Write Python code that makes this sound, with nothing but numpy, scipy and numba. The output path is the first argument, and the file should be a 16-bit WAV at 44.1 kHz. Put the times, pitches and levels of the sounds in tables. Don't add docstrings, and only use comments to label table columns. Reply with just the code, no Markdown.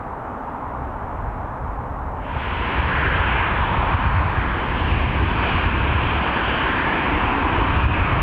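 import sys
import numpy as np
from scipy import signal
from scipy.io import wavfile
from scipy.ndimage import uniform_filter1d
from numba import njit

SR = 44100
rng = np.random.default_rng(int(sys.argv[2]) if len(sys.argv) > 2 else 0)


def wav_out(sig):
    wavfile.write(sys.argv[1], SR, np.round(np.clip(np.atleast_2d(sig).T, -1, 1) * 32767).astype(np.int16))


N = 362502
FRAME, HOP = 2048, 512


def amp(db):
    return 10 ** (np.asarray(db) / 20)


def over_time(rows, t):
    times_s, *columns = np.transpose(rows)
    return [np.interp(t, times_s, column) for column in columns]


def stft_grid():
    return np.fft.rfftfreq(FRAME, 1 / SR)[:, None], np.arange(N // HOP + 5) * HOP / SR


def noise(spectrum, gain_db, patchy_db=0.7):
    hz, t = stft_grid()
    real, imag, patches = rng.standard_normal((len(t), len(hz), 3)).T
    patches = uniform_filter1d(patches, size=14, axis=0)
    patches = uniform_filter1d(patches, size=12, axis=1)
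    points_hz, points_db = np.transpose(spectrum)
    bins = amp(np.interp(np.log(hz + 1), np.log(points_hz + 1), points_db)) * (real + 1j * imag)
    gain = amp(gain_db + patchy_db * patches / patches.std())
    plain = signal.istft(bins, nperseg=FRAME, noverlap=FRAME - HOP)[1]
    shaped = signal.istft(gain * bins, nperseg=FRAME, noverlap=FRAME - HOP)[1]
    return shaped[:N] / plain.std()


# frequency in Hz, relative density in dB.
HISS_SPECTRUM = [(100, -2.5), (6000, 3.5), (9000, 1), (13400, 1), (13600, -4.5), (14300, -6)]


def hiss():
    return noise(HISS_SPECTRUM, gain_db=-71, patchy_db=1.1)


# time in seconds, rumble level in dB, roar level in dB.
FAR_LEVELS = [(0.0, -36, -30.5), (0.6, -36, -30), (0.75, -32, -30.5), (1.2, -30, -30), (1.7, -29, -31),
              (2.3, -32.5, -30.5)]
# frequency in Hz, relative density in dB.
FAR_RUMBLE_SPECTRUM = [(12, -31.5), (20, -13), (38, 3.5), (64, 1), (140, -5.5), (162, -18.5), (200, -12),
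                       (260, -39), (440, -120)]
FAR_ROAR_SPECTRUM = [(90, -30), (150, -11), (200, -11.5), (270, -4.5), (330, -12.5), (600, -9), (920, -3.5),
                     (1160, -8.5), (1500, -16), (2000, -25.5), (3000, -39.5), (4000, -51.5), (5000, -68),
                     (9000, -120)]


def far_jet():
    _, t = stft_grid()
    rumble_db, roar_db = over_time(FAR_LEVELS, t)
    return noise(FAR_RUMBLE_SPECTRUM, rumble_db) + noise(FAR_ROAR_SPECTRUM, roar_db)


# time in seconds, lowest whine in Hz.
SHAFT_WHINE_HZ = [
    [(3.7, 4362), (4.2, 4390), (5.2, 4460), (5.52, 4497), (6.5, 4578), (7.0, 4603), (8.22, 4635)],
    [(5.9, 4645), (6.6, 4590), (6.9, 4576), (7.1, 4578), (7.6, 4615)],
    [(5.9, 4515), (6.6, 4497)],
]
# shaft index, multiple of its lowest whine,
# centre in seconds, half length in seconds, level in dB.
WHINE_SWELLS = [(0, 1, 3.0, .6, -69), (0, 1, 4.2, .3, -65), (0, 1, 5.0, .3, -67), (0, 1, 5.47, .1, -60),
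                (0, 1, 6.6, .6, -67), (0, 1, 7.9, .5, -70), (0, 1.168, 5.0, .45, -79),
                (0, 1.26, 5.2, .25, -85), (0, 1.26, 6.5, .7, -83), (1, 1, 6.35, .25, -64),
                (1, 1, 6.85, .35, -65), (1, 1, 7.35, .2, -73), (2, 1, 3.0, .4, -70), (2, 1, 3.8, .3, -76),
                (2, 1, 5.4, .45, -65), (2, 1, 6.45, .22, -69)]


def fan_whines():
    t, out = np.arange(N) / SR, np.zeros(N)
    cycles = [np.cumsum(over_time(rows, t)[0]) / SR for rows in SHAFT_WHINE_HZ]
    flutter = uniform_filter1d(rng.standard_normal((N, 2)), size=1000, axis=0) @ [1, 1j]
    air_gain = 0.95 + 0.42 * flutter / np.sqrt(np.mean(abs(flutter) ** 2))
    for shaft, multiple, centre_s, half_s, level_db in WHINE_SWELLS:
        tone = (air_gain * np.exp(2j * np.pi * multiple * cycles[shaft])).real
        envelope = np.exp(-((t - centre_s) / half_s) ** 2)
        out += np.sqrt(2) * amp(level_db) * envelope * tone
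    return out


# centre in seconds, peak level in dB.
EDDY_THUMPS = [(.846, -21), (1.046, -21), (1.446, -18), (1.701, -26), (2.076, -27), (2.369, -19),
               (2.802, -17), (3.208, -11), (3.953, -6), (4.071, -9.5), (4.256, -14), (4.82, -10.5),
               (4.953, -12), (5.667, -13.5), (5.959, -16), (7.164, -19), (7.246, -14), (7.616, -19),
               (7.774, -10.5), (7.864, -3), (8.021, -11)]


def eddy_thumps(pitch_hz=78, half_s=0.0087):
    t, out = np.arange(N) / SR, np.zeros(N)
    for centre_s, peak_db in EDDY_THUMPS:
        offset_s = t - centre_s
        envelope = np.exp(-(offset_s / half_s) ** 2)
        out += amp(peak_db) * envelope * np.cos(2 * np.pi * pitch_hz * offset_s)
    return out


# time in seconds, eddy rumble level in dB, roar level in dB, air loss at 3 kHz in dB.
EXHAUST_LEVELS = [(2.2, -37, -35, 4), (2.4, -28, -29, -3), (2.7, -30, -24.5, -2), (2.85, -21, -24, -2.5),
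                  (3.3, -24, -23, -1), (3.7, -22, -24, 0), (4.0, -20.5, -22.5, -.5),
                  (4.3, -19.5, -25, -1.5), (4.65, -27.5, -25.5, -1.5), (4.9, -19, -25, -4),
                  (5.2, -20, -24.5, -2), (5.5, -22, -22.5, -3.5), (5.9, -20, -23, 0),
                  (6.3, -25.5, -23, -1.5), (6.7, -30, -23, -2), (7.1, -27.5, -23, -1.5), (7.5, -26, -22, 0),
                  (7.7, -19.5, -21.5, -1.5), (8.2, -19, -21.5, 0)]
# frequency in Hz, relative density in dB.
EXHAUST_RUMBLE_SPECTRUM = [(12, -45.5), (20, -14.5), (45, -3), (65, 4), (93, -0.5), (135, -9.5), (200, -14),
                           (260, -45), (440, -120)]
EXHAUST_ROAR_SPECTRUM = [(88, -33), (150, -5), (280, -4), (600, -7.5), (830, -4.5), (900, -1), (1030, -0.5),
                         (1150, -4), (1300, -5.5), (1650, -6), (1950, -11.5), (2450, -10), (3120, -16),
                         (3920, -34.5), (4700, -46.5), (5780, -59), (9790, -120)]
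# centre in seconds, half length in seconds,
# centre in Hz, drift in octaves per second, half width in octaves, gain in dB.
AIR_SWELLS = [(3.15, .4, 1730, -0.37, 0.37, 6.5), (3.386, 0.16, 2350, -1.8, 0.37, 6),
              (3.83, 0.68, 1007, 0.061, 0.51, 3.5), (3.7, 0.35, 3660, 0.08, .2, 5),
              (4.067, 0.11, 395, -0.27, 0.65, -5.5), (4.349, 0.41, 2890, -0.7, 0.27, -5),
              (4.5, 0.27, 1770, 0.08, 0.32, 3.5), (5.0, 0.099, 2420, -0.13, .2, 3.5),
              (5.0, .3, 1380, -0.035, 0.13, -5.5), (5.798, 0.13, 750, -0.15, .25, -4),
              (4.999, 0.87, 262, 0.035, 0.49, 6), (5.799, 0.35, 2480, 0, .15, 3),
              (6.05, .17, 3330, 0, 0.41, 4), (6.55, 0.18, 3090, -0.29, 0.2, 6),
              (6.803, .5, 1760, 0.57, 0.31, 4.5), (7.34, 0.95, 288, 0.036, 0.38, 6),
              (7.45, 0.37, 883, 0.88, 0.32, 3.5), (7.9, .5, 4430, -1, 0.12, -1),
              (8.0, .2, 2460, -0.55, 0.16, 5)]


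def near_exhaust():
    hz, t = stft_grid()
    rumble_db, roar_db, loss_db = over_time(EXHAUST_LEVELS, t)
    path_db = -loss_db * np.minimum(hz / 3000, 1.6) ** 1.2
    for centre_s, half_s, centre_hz, drift_oct_per_s, half_oct, gain_db in AIR_SWELLS:
        offset_s = t - centre_s
        offset_oct = np.log2((hz + 1) / centre_hz) - drift_oct_per_s * offset_s
        path_db += gain_db * np.exp(-(offset_s / half_s) ** 2 - (offset_oct / half_oct) ** 2)
    return noise(EXHAUST_RUMBLE_SPECTRUM, rumble_db) + noise(EXHAUST_ROAR_SPECTRUM, roar_db + path_db)


def scene():
    t = np.arange(N) / SR
    fade_start_s, fade_end_s, near_rise_s = 2.133, 2.76, 0.13
    far_gain = np.clip((fade_end_s - t) / (fade_end_s - fade_start_s), 0, 1)
    near_gain = np.clip((t - fade_start_s) / near_rise_s, 0, 1)
    return (far_gain * far_jet() + near_gain * (near_exhaust() + fan_whines()) + eddy_thumps())[None]


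@njit
def limiter(x, ceiling, attack_s, release_s):
    out, gain = np.empty_like(x), 1.0
    for i in range(len(x)):
        target = min(1.0, ceiling / (abs(x[i]) + 1e-9))
        lag_s = attack_s if target < gain else release_s
        gain += (target - gain) / (lag_s * SR)
        out[i] = gain * x[i]
    return out


def record(dry, bass_cut_hz=20, band_edge_hz=14340):
    limited = limiter(dry[0] + hiss(), ceiling=amp(-9.6), attack_s=0.00018, release_s=0.07)
    highpassed = signal.lfilter(*signal.butter(2, bass_cut_hz, "high", fs=SR), limited)
    lowpass_taps = signal.firwin(511, band_edge_hz, window=("kaiser", 9), fs=SR)
    return signal.oaconvolve(highpassed, lowpass_taps, "same")[None]


dry = scene()
out = record(dry)
wav_out(out)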